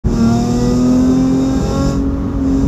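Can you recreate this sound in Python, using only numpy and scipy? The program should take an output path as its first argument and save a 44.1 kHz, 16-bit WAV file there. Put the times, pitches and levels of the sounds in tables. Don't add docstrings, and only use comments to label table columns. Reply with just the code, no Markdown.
import sys
import numpy as np
from scipy import signal
from scipy.fft import rfft, irfft, next_fast_len
from scipy.io import wavfile
from scipy.ndimage import uniform_filter1d, map_coordinates

SR = 44100
rng = np.random.default_rng(int(sys.argv[2]) if len(sys.argv) > 2 else 0)


def linear_from_db(decibels):
    return 10 ** (np.asarray(decibels, float) / 20)


def unload_audio(sound):
    columns = np.transpose(np.atleast_2d(sound))
    steps = np.round(np.clip(columns, -1, 1) * 32767)
    wavfile.write(sys.argv[1], SR, steps.astype(np.int16))


N = 117747
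T_S = np.arange(N) / SR


def unit(x):
    return x / np.sqrt(np.mean(x ** 2) + 1e-20)


def curves(rows):
    knot_s, *columns = np.transpose(rows)
    return [np.interp(T_S, knot_s, column) for column in columns]


def wobble(rate_hz):
    return map_coordinates(rng.standard_normal(400), [T_S * rate_hz])


def sine(cycles):
    return np.sqrt(2) * np.sin(2 * np.pi * cycles)


def filtered(x, response):
    m = next_fast_len(N + SR // 2)
    spectrum = rfft(x, m) * response(np.fft.rfftfreq(m, 1 / SR))
    return irfft(spectrum, m)[:N]


def colour(points):
    point_hz, point_db = np.transpose(points)
    return lambda hz: linear_from_db(np.interp(np.log(hz + 1), np.log(point_hz + 1), point_db, -120, -120))


def resonances(peaks):
    return lambda f: sum(linear_from_db(db) * 1j * f * w / (c * c - f * f + 1j * f * w) for c, w, db in peaks)


def boost(peaks, share):
    return lambda f: 1 + share * sum(linear_from_db(db) / (1 + (2 * (f - c) / w) ** 2) for c, w, db in peaks)


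def rush(points, patchy_db=1.5):
    z = signal.stft(rng.standard_normal(N + 512), nperseg=512)[2]
    field = uniform_filter1d(rng.standard_normal(z.shape), size=3, axis=0)
    field = uniform_filter1d(field, size=30, axis=1)
    patchy = signal.istft(z * linear_from_db(patchy_db * unit(field)), nperseg=512)[1][:N]
    return unit(filtered(patchy, colour(points)))


def tones(orders, cycles):
    total = np.zeros(N)
    for multiple, level_db in orders:
        level = linear_from_db(level_db + 2.65 * wobble(9.095))
        total += level * sine(round(multiple) * cycles + rng.random())
    return total


# (time [s], level [dB])
ROAD = [(.05, -16.5), (.11, -15), (.18, -23.5), (.5, -22), (.68, -19.5), (.82, -33), (1, -23.5), (1.3, -26),
        (1.6, -21.5), (1.78, -20), (1.95, -17.5), (2.25, -22.5), (2.42, -16), (2.58, -19.5), (2.67, -7)]
# (frequency [Hz], density [dB/Hz])
RUMBLE = [(15, -15.5), (30, -3.5), (50, 8), (80, 2), (130, -7), (250, -4), (600, -28.5)]
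# (frequency [Hz], density [dB/Hz])
WIND = [(500, 10.5), (1200, 12), (2200, -4.5), (4300, -10), (6500, -9.5), (8500, -27.5), (11800, -20),
        (15200, -29)]


def road():
    level_db, = curves(ROAD)
    rumble = unit(linear_from_db(1.2 * wobble(42)) * rush(RUMBLE, patchy_db=-2.5))
    wind = linear_from_db(-39 + 0.8 * wobble(12)) * rush(WIND, patchy_db=-0.5)
    return linear_from_db(level_db) * rumble + wind


# (time [s], frequency [Hz], level [dB])
SHAFT = [
    (0, 361, -36.5),
    (.73, 381, -31),
    (1.08, 397.8, -32.5),
    (1.5, 413.3, -39),
    (1.75, 416, -45),
    (2.67, 409.2, -52),
]


def driveline():
    hz, level_db = curves(SHAFT)
    level = linear_from_db(level_db + 1.5 * wobble(23))
    return level * sine(np.cumsum(hz) / SR + 0.02 * wobble(24))


# (time [s], level [dB])
THROTTLE = [(0.05, -50), (0.14, -37), (0.33, -34.5), (0.45, -33), (0.78, -35), (0.82, -36.5), (1.02, -36.5),
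            (1.22, -40), (1.9, -33.5), (2.07, -58.5), (2.38, -55.5), (2.46, -46.5), (2.62, -41),
            (2.66, -43)]


def throttle():
    level_db, = curves(THROTTLE)
    median_db = np.median(level_db)
    return level_db - median_db, median_db


# (frequency [Hz], density [dB/Hz])
HISS = [(1800, -57), (2600, -17), (4300, -11.5), (5200, -2.5), (7400, -5.5), (8400, -30), (11500, -20.5),
        (15200, -32)]
# (frequency [Hz], width [Hz], level [dB])
RATTLE = [(2616, 170, -0.5), (3694, 43, 7), (4610, 19, -0.5), (5220, 28, 8), (5460, 29, 8), (5970, 29, 8),
          (5836, 15, 0.5), (6080, 60, -2), (6850, 47, 4.5), (7280, 67, 1.5), (7120, 25, -4.5)]


def intake(firings):
    load_db, median_db = throttle()
    strength = linear_from_db(1.1 * rng.standard_normal(1000)[firings.astype(int) % 1000])
    pulse = (0.5 - 0.5 * np.cos(2 * np.pi * firings)) ** 1.5
    depth = 0.1
    gate = 1 - depth + depth * strength * 2 * pulse
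    hiss = unit(gate * rush(HISS))
    shaking = gate * rush([(1500, 0.0089), (9000, 0.033)])
    rattle = unit(filtered(shaking, resonances(RATTLE)))
    level = linear_from_db(median_db + load_db + 0.54 * wobble(8.4))
    return level * (linear_from_db(-2) * hiss + linear_from_db(-5) * rattle)


# (time [s], rate [Hz], level [dB])
FIRING = [(.05, 239.9, -36.5), (.14, 235.2, -19.5), (.24, 228.3, -10.5), (.34, 233.4, -14.5),
          (.45, 239.4, -18.5), (.73, 245.3, -15.5), (.85, 249.1, -11), (1.05, 255.7, -11),
          (1.43, 265.7, -14), (1.57, 266.3, -17), (1.68, 269.3, -38.5), (1.8, 274, -17.5),
          (1.92, 275.8, -22), (2.02, 273.9, -17.5), (2.25, 275.3, -24.5), (2.37, 275.4, -22.5),
          (2.45, 267.3, -13.5), (2.67, 273.3, -16)]


def engine():
    rate_hz, level_db = curves(FIRING)
    return np.cumsum(rate_hz) / SR + 0.0086 * wobble(40) + 1, level_db


# (multiple [1], level [dB])
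BARK = [(2, -39.5), (3, -46.5), (4, -46.5), (5, -56.5), (6, -58), (7, -60), (8, -60.5), (9, -65), (10, -68),
        (11, -59.5), (12, -69.5), (13, -68), (14, -65.5), (15, -69), (16, -74)]
# (time [s], level [dB])
RASP = [(.05, -9.5), (.15, -3), (.21, 3.5), (.33, 3), (.4, 1.5), (.72, 1), (.8, -3.5), (1.1, 2), (1.6, -1),
        (1.7, 1), (1.94, 0), (1.99, -12.5), (2.4, -12), (2.67, -7.5)]
# (multiple [1], level [dB])
UNEVEN = [(1, -34.5), (2, -36.5), (3, -27.5), (4, -27.5), (5, -28), (7, -39.5), (8, -41), (9, -30.5),
          (10, -39.5), (11, -52), (13, -52.5), (14, -63), (15, -55.5), (16, -61.5), (17, -57.5),
          (20, -61.5), (21, -50.5), (23, -57.5), (27, -67.5)]
# (frequency [Hz], density [dB/Hz])
ROAR = [(90, 1.5), (200, 9.5), (290, -1), (350, -0.5), (600, -14), (1300, -18.5), (2000, -30), (4000, -41)]
# (frequency [Hz], width [Hz], level [dB])
CABIN = [(117, 8, -1.5), (488.6, 16.1, 13), (546.2, 23, 11.5), (626, 24.7, 19.5), (711, 39, 10),
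         (801, 85, 5.5), (1102.5, 22, 9.5), (1151, 24, 17), (1235, 43, 20), (1380, 44, 18.5),
         (1605, 87, 8.5), (1949, 33, 10.5), (2376, 45, 16.5), (3686, 180, 16)]


def exhaust(firings, firing_db):
    load_db = throttle()[0]
    firing = linear_from_db(firing_db + 0.17 * wobble(30.54)) * sine(firings)
    rasp_db, = curves(RASP)
    bark = linear_from_db(0.12 * load_db + rasp_db) * tones(BARK, firings)
    full_cycles = firings / 6 + 0.004 * wobble(25.39)
    uneven = linear_from_db(0.31 * load_db) * tones(UNEVEN, full_cycles)
    roar = linear_from_db(-25 + 0.21 * load_db + 0.7 * wobble(5.966)) * rush(ROAR)
    cabin_tones = filtered(bark + uneven, boost(CABIN, share=1))
    cabin_roar = filtered(roar, boost(CABIN, share=0.1))
    return firing + cabin_tones + cabin_roar


def scene():
    firings, firing_db = engine()
    return (road() + driveline() + intake(firings) + exhaust(firings, firing_db))[None]


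def low_pass(x):
    return signal.sosfilt(signal.butter(12, 15290, fs=SR, output="sos"), x)


def record(dry):
    start_s, fade_s, ceiling = 0.036, 0.02, 0.95
    x = dry * np.clip((T_S - start_s) / fade_s, 0, 1) ** 1.25
    mix = x / (1 + np.abs(x / ceiling) ** 4) ** (1 / 4)
    return low_pass(mix)


dry = scene()
out = record(dry)
unload_audio(out)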